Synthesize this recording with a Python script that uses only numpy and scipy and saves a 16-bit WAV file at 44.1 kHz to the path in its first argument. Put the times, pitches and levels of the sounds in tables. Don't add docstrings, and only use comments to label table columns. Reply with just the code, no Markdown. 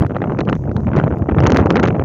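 import sys
import numpy as np
from scipy import signal
from scipy.fft import rfft, irfft
from scipy.io import wavfile
from scipy.ndimage import uniform_filter1d, minimum_filter1d, map_coordinates

SR = 44100
rng = np.random.default_rng(int(sys.argv[2]) if len(sys.argv) > 2 else 0)


def master_out(mix):
    frames = np.transpose(np.atleast_2d(mix))
    ceiling = np.clip(frames, -1, 1)
    pcm = np.round(ceiling * 32767).astype(np.int16)
    wavfile.write(sys.argv[1], SR, pcm)


def volts_from_decibels(level):
    exponent = np.asarray(level, float) / 20
    return 10 ** exponent


N = 90228

# time_s, buffet_level_db, fine_eddy_level_db, large_eddy_share_db
GUSTS = [(0.0, -13, -37, -16.5), (0.085, -19, -35, -10.5), (0.129, -20.5, -33, -8),
         (0.29, -19, -37.5, -5.5), (0.36, -19, -39.5, -7.5), (0.569, -18, -43, -6),
         (0.63, -19.5, -44, -9.5), (0.679, -17.5, -38, -4.5), (0.819, -18.5, -41, -6), (0.97, -16, -39, -7),
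         (1.178, -17, -38, -10.5), (1.221, -16, -38, -7), (1.271, -17, -37, -12.5), (1.33, -15, -35, -8),
         (1.609, -12, -26, -9.5), (1.818, -14.5, -30, -8), (2.04, -15.5, -35, -9.5)]
# peak_s, rip_level_db,
# spray_level_db
TIGHT_WHIRLS = [(0.0083, -24.5, -48), (0.0233, -15.5, -34), (0.0356, -24.5, -64), (0.0489, -26, -60),
                (0.0649, -25.5, -43), (0.0973, -30, -66), (0.1077, -26, -73), (0.1186, -26.5, -76),
                (0.1484, -28, -63.5), (0.1569, -26, -67.5), (0.1661, -17, -41), (0.1857, -35, -71.5),
                (0.2044, -30, -71), (0.2192, -18, -75), (0.2273, -29, -69), (0.2412, -21, -78),
                (0.2585, -33, -69), (0.2742, -28.5, -79), (0.2973, -27.5, -80), (0.3204, -24, -66),
                (0.3328, -37, -70.5), (0.3484, -29.5, -66), (0.3954, -23, -46.5), (0.4064, -18, -27.5),
                (0.4129, -20, -49.5), (0.4527, -43, -45), (0.474, -27, -61), (0.4802, -24, -70),
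                (0.4893, -16, -61), (0.4972, -14, -33),
                (0.5287, -13, -41.5), (0.543, -33, -55), (0.5533, -33, -38.5), (0.5651, -35, -51),
               (0.622, -44, -57), (0.639, -36, -67), (0.7153, -30.5, -51), (0.766, -25, -35.5),
               (0.8048, -35.5, -53), (0.8344, -38, -72), (0.8471, -38, -75), (0.8705, -24, -70.5),
               (0.8823, -29.5, -80), (0.8897, -27, -75), (0.9044, -35.5, -72), (0.9174, -29, -77),
               (0.9341, -19, -67), (0.9529, -21, -66), (0.9635, -22, -31), (0.969, -18.5, -32.5),
               (0.9882, -19, -41.5), (0.9997, -15, -41), (1.0134, -23.5, -59), (1.039, -14, -73),
               (1.0495, -34.5, -72), (1.0632, -31, -70), (1.071, -26, -55), (1.0787, -22, -82.5),
                (1.1064, -28, -77.5), (1.113, -25, -76), (1.1245, -26, -65.5), (1.138, -30.5, -85),
                 (1.159, -38.5, -67), (1.1708, -31.5, -67), (1.1854, -40.5, -49), (1.2224, -27.5, -71),
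                 (1.2593, -36, -70), (1.2715, -36, -69), (1.2913, -20.5, -70), (1.2972, -20.5, -78),
                 (1.3133, -24.5, -71), (1.321, -23, -59), (1.3474, -23.5, -67), (1.3741, -29.5, -62),
                 (1.385, -12.5, -64.5), (1.3917, -24, -43.5), (1.4045, -16, -28), (1.425, -18.5, -48),
                 (1.4418, -23, -39), (1.4554, -18, -59), (1.465, -11, -21), (1.4887, -26.5, -63),
                 (1.4977, -18, -39.5), (1.5208, -14.5, -19), (1.5341, -22, -72), (1.5462, -20, -29),
                (1.5625, -9, -22), (1.585, -23.5, -34), (1.598, -16, -31), (1.6111, -27.5, -38.5),
                (1.6258, -22, -51), (1.6594, -19, -33.5), (1.669, -18.5, -42.5), (1.705, -13, -17),
                (1.7244, -26, -36), (1.7339, -25, -66), (1.7437, -23, -54), (1.7574, -11, -24),
                (1.769, -11.5, -24.5), (1.778, -16.5, -55), (1.788, -23.5, -53), (1.7981, -15.5, -22.5),
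                (1.8303, -13, -26), (1.8349, -13, -23), (1.84, -10, -36), (1.855, -20.5, -27),
                (1.8784, -21, -33), (1.8844, -15, -31.5), (1.9062, -20, -66), (1.9258, -31.5, -58),
                (1.9472, -29.5, -62.5), (1.9651, -28, -70.5), (1.983, -36.5, -71), (1.9964, -19, -50),
                (2.0147, -29, -64.5), (2.023, -28.5, -71.5),
                (.389, -17, -34), (.372, -33.5, -62), (.975, -24.5, -55.5), (0.98, -22.5, -40),
                  (0.996, -25, -63), (1.437, -20.5, -32.5), (1.470, -16, -16), (1.503, -20, -26),
                  (1.571, -21.5, -15), (1.711, -19.5, -38.5), (1.762, -18.5, -33.5), (1.803, -26, -62.5),
                  (1.861, -21.5, -51), (1.874, -22.5, -31), (1.952, -26.5, -64.5), (.305, -30, -71),
                  (0.655, -38.5, -56), (0.676, -35.5, -74), (0.694, -34, -56), (1.476, -21.5, -39),
                  (1.554, -23.5, -40), (1.604, -23.5, -51), (1.616, -24, -48), (1.635, -27, -63),
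                  (1.795, -17, -56), (1.851, -24.5, -45), (0.944, -28, -72.5), (1.029, -30, -70)]
WHIRLS = TIGHT_WHIRLS
# peak_s, peak_db, pitch_hz
THUMPS = [(0.0, -9.5, 92.5), (0.013, -4, 104), (0.021, -4.5, 182), (0.058, -10, 114), (0.42, -10.5, 131),
          (0.464, -12.5, 150), (0.485, -7, 182), (0.528, -9.5, 325), (0.558, -13.5, 160),
          (0.759, -8.5, 184), (0.866, -7, 196.5), (0.885, -10, 110), (0.937, -11.5, 165), (0.964, -7, 324),
          (0.973, -10, 111), (0.974, -7.5, 241), (0.984, -5, 153), (0.99, -8, 275), (0.999, -9.5, 130.0),
          (1.047, -14.5, 237), (1.045, -4, 132), (1.066, -6.5, 141.0), (1.133, -11.5, 91.6),
          (1.225, -6, 97), (1.312, -8, 215.8), (1.324, -9, 143.8), (1.331, -7, 77.0), (1.346, -13, 219),
          (1.38, -5, 139.5), (1.394, -8.5, 100.2), (1.415, -5, 119.0), (1.429, -11, 168.0),
          (1.442, -3.5, 118), (1.454, -12.5, 200.7), (1.477, -7.2, 218.0), (1.483, -8, 92.4),
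          (1.5, -26, 183.0), (1.51, -4, 238.0), (1.524, -11, 280), (1.533, -5, 210), (1.542, -7, 243),
          (1.552, -12, 117.7), (1.585, -9, 102), (1.611, -4, 99.4), (1.618, -18, 237), (1.63, -7, 216),
          (1.699, -12.5, 197.4), (1.711, -11.5, 281.8), (1.736, -8.5, 165.7), (1.768, -8.0, 314.1),
          (1.781, -8, 213.7), (1.796, -10.5, 278.6), (1.799, -10.5, 167.2), (1.838, -4.5, 168.0),
          (1.854, -14, 119.3), (1.878, -21, 187), (1.894, -3, 145.4), (1.931, -7.0, 167.9),
          (1.967, -10, 239), (2.002, -9.5, 91.9)]
# start_s, level_db
ICE_GRAINS = [(0.0177, -61.5), (0.067, -50), (0.5494, -51.5), (0.636, -55), (0.7387, -63.5),
              (0.7632, -53.5), (1.049, -54), (1.1837, -47), (1.318, -59.5), (1.4333, -55), (1.469, -43),
              (1.5184, -46.5), (1.5693, -31.5), (1.5846, -53), (1.7218, -58.5), (1.854, -54)]
# frequency_hz, level_db_per_hz
EDDY_SPECTRUM = [(30, -5), (130, 6.5), (370, -7.5), (600, -13), (1200, -32), (2400, -61.5), (4000, -81.5)]
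# frequency_hz, level_db_per_hz
SPRAY_SPECTRUM = [(800, -15), (2500, 9), (4800, -2), (6300, -2.5), (9000, -3)]
# frequency_hz, level_db_per_hz
HISS_SPECTRUM = [(2000, -18), (4300, -31), (6400, -18), (7500, -30), (8500, -40), (10000, -41),
                 (16000, -35)]
HISS_DB = -64.5


def unit(x):
    return x / np.sqrt(np.mean(x ** 2))


def coloured(spectrum, size):
    hz, db = np.array(spectrum, float).T
    bin_hz = np.maximum(np.arange(size // 2 + 1) * SR / size, 1)
    gain = volts_from_decibels(np.interp(np.log(bin_hz), np.log(hz), db))
    return unit(irfft(rfft(rng.standard_normal(size)) * gain, size))


def steady(x, size=SR // 20):
    power = uniform_filter1d(uniform_filter1d(x ** 2, size), size)
    return unit(x / np.sqrt(power + 1e-12))


def walk(per_s):
    places = np.arange(N) * per_s / SR
    return unit(map_coordinates(rng.standard_normal(2000), [places % 1990], order=3))


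def band(x, hz, width_hz):
    return signal.lfilter(*signal.iirpeak(hz, hz / width_hz, fs=SR), x)


def butter(x, order, hz, kind="low"):
    return signal.sosfilt(signal.butter(order, hz, kind, fs=SR, output="sos"), x)


def bump(t, peak_s, ms):
    late_ms = (t - peak_s) * 1000
    width_ms = np.where(late_ms < 0, 0.6 * ms, ms)
    return np.exp(-0.5 * (late_ms / width_ms) ** 2)


def near(peak_s):
    middle, reach = int(peak_s * SR), SR // 40
    return slice(max(middle - reach, 0), middle + reach)


def gust(t):
    time_s, *columns = np.array(GUSTS).T
    return [np.interp(t, time_s, column) for column in columns]


def air_speed(t):
    level_db, eddy_db, _ = gust(t)
    calm_oct = (eddy_db - level_db + 18) / 25
    calm_oct = calm_oct + 0.3 * walk(170) + 0.15 * walk(30)
    whirl_oct = np.full(N, -2.0)
    for peak_s, rip_db, _ in WHIRLS:
        peak_oct = (rip_db - gust(peak_s)[0] + 27) / 17
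        part = near(peak_s)
        spurt = (peak_oct + 1) * bump(t[part], peak_s, ms=2.6) - 1
        whirl_oct[part] = np.maximum(whirl_oct[part], spurt)
    wake_ms = 18
    wake_oct = uniform_filter1d(np.maximum(whirl_oct, 0), int(wake_ms * SR / 1000))
    return np.clip(np.maximum(calm_oct + 0.7 * wake_oct, whirl_oct), -2, 2)


def buffet(t):
    speed_oct = air_speed(t)
    pattern = steady(coloured(EDDY_SPECTRUM, size=3 * N))
    eddies = map_coordinates(pattern, [np.cumsum(2 ** speed_oct)], order=3, mode="wrap")
    eddies = eddies * volts_from_decibels(-0.5 + 4.5 * speed_oct)
    bass = signal.sosfiltfilt(signal.butter(2, 260, fs=SR, output="sos"), eddies)
    bass_kept = np.minimum(volts_from_decibels(gust(t)[2] + 4), 1)
    return eddies - (1 - bass_kept) * bass


def rumble(t):
    return volts_from_decibels(1.35 + gust(t)[2]) * steady(butter(rng.standard_normal(N), 4, 143))


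def whirl_spray(t):
    shape = np.zeros(N)
    for peak_s, _, spray_db in WHIRLS:
        part = near(peak_s)
        burst = bump(t[part], peak_s, ms=0.42) + volts_from_decibels(-19.5) * bump(t[part], peak_s, ms=3.9)
        shape[part] += max(volts_from_decibels(spray_db) - volts_from_decibels(HISS_DB), 0) * burst
    return volts_from_decibels(5.5) * shape * steady(coloured(SPRAY_SPECTRUM, size=N), size=SR // 1500)


def whirl_rips(t):
    shape = np.zeros(N)
    for peak_s, rip_db, _ in WHIRLS:
        part = near(peak_s)
        burst = bump(t[part], peak_s, ms=1.04) + volts_from_decibels(-13.5) * bump(t[part], peak_s, ms=4.8)
        shape[part] += volts_from_decibels(rip_db - 6) * burst
    torn_air = butter(band(rng.standard_normal(N), hz=1370, width_hz=374), 6, 2756)
    return shape * steady(torn_air, size=SR // 700)


def wind(t):
    gust_gain = volts_from_decibels(gust(t)[0])
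    return gust_gain * (buffet(t) + rumble(t)) + whirl_spray(t) + whirl_rips(t)


def thumps(t):
    out = np.zeros(N)
    for peak_s, peak_db, pitch_hz in THUMPS:
        push_or_pull = np.sign(rng.standard_normal())
        turns = (t - peak_s) * pitch_hz
        fade = np.exp(-0.5 * (turns / 0.64) ** 2)
        swing = np.cos(2 * np.pi * turns + 0.5 * rng.standard_normal())
        out += push_or_pull * volts_from_decibels(peak_db - 1) * fade * swing
    return out


def snow_hiss():
    swell_db = 1.6 * (walk(9.8) + walk(30))
    return coloured(HISS_SPECTRUM, size=N) * volts_from_decibels(HISS_DB + swell_db)


def ice_ticks(t):
    shape = np.zeros(N)
    for start_s, level_db in ICE_GRAINS:
        late_s = t - start_s - 0.001
        fade_ms = 1.2
        shape += volts_from_decibels(level_db - 2) * (late_s >= 0) * np.exp(-np.abs(late_s) * 1000 / fade_ms)
    return butter(shape * rng.standard_normal(N), 2, 4500, "high")


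def port(x):
    x = x - 2 * band(x, hz=4050, width_hz=140)
    x = butter(x, 5, 61.6, "high")
    top_drop_db, top_hz = 49.5, 8395
    return signal.sosfilt(signal.cheby2(8, top_drop_db, top_hz, fs=SR, output="sos"), x)


def scene():
    t = np.arange(N) / SR
    return (port(wind(t)) + thumps(t) + snow_hiss() + ice_ticks(t))[None]


def band_limit(x):
    return signal.sosfilt(signal.butter(12, 15830, fs=SR, output="sos"), x)


def record(dry):
    ceiling, span_ms = 0.93, 4
    span = int(span_ms * SR / 1000)
    gain = minimum_filter1d(ceiling / np.maximum(np.abs(dry), ceiling), 2 * span)
    gain = uniform_filter1d(uniform_filter1d(gain, span), span)
    return band_limit(dry * gain)


dry = scene()
out = record(dry)
master_out(out)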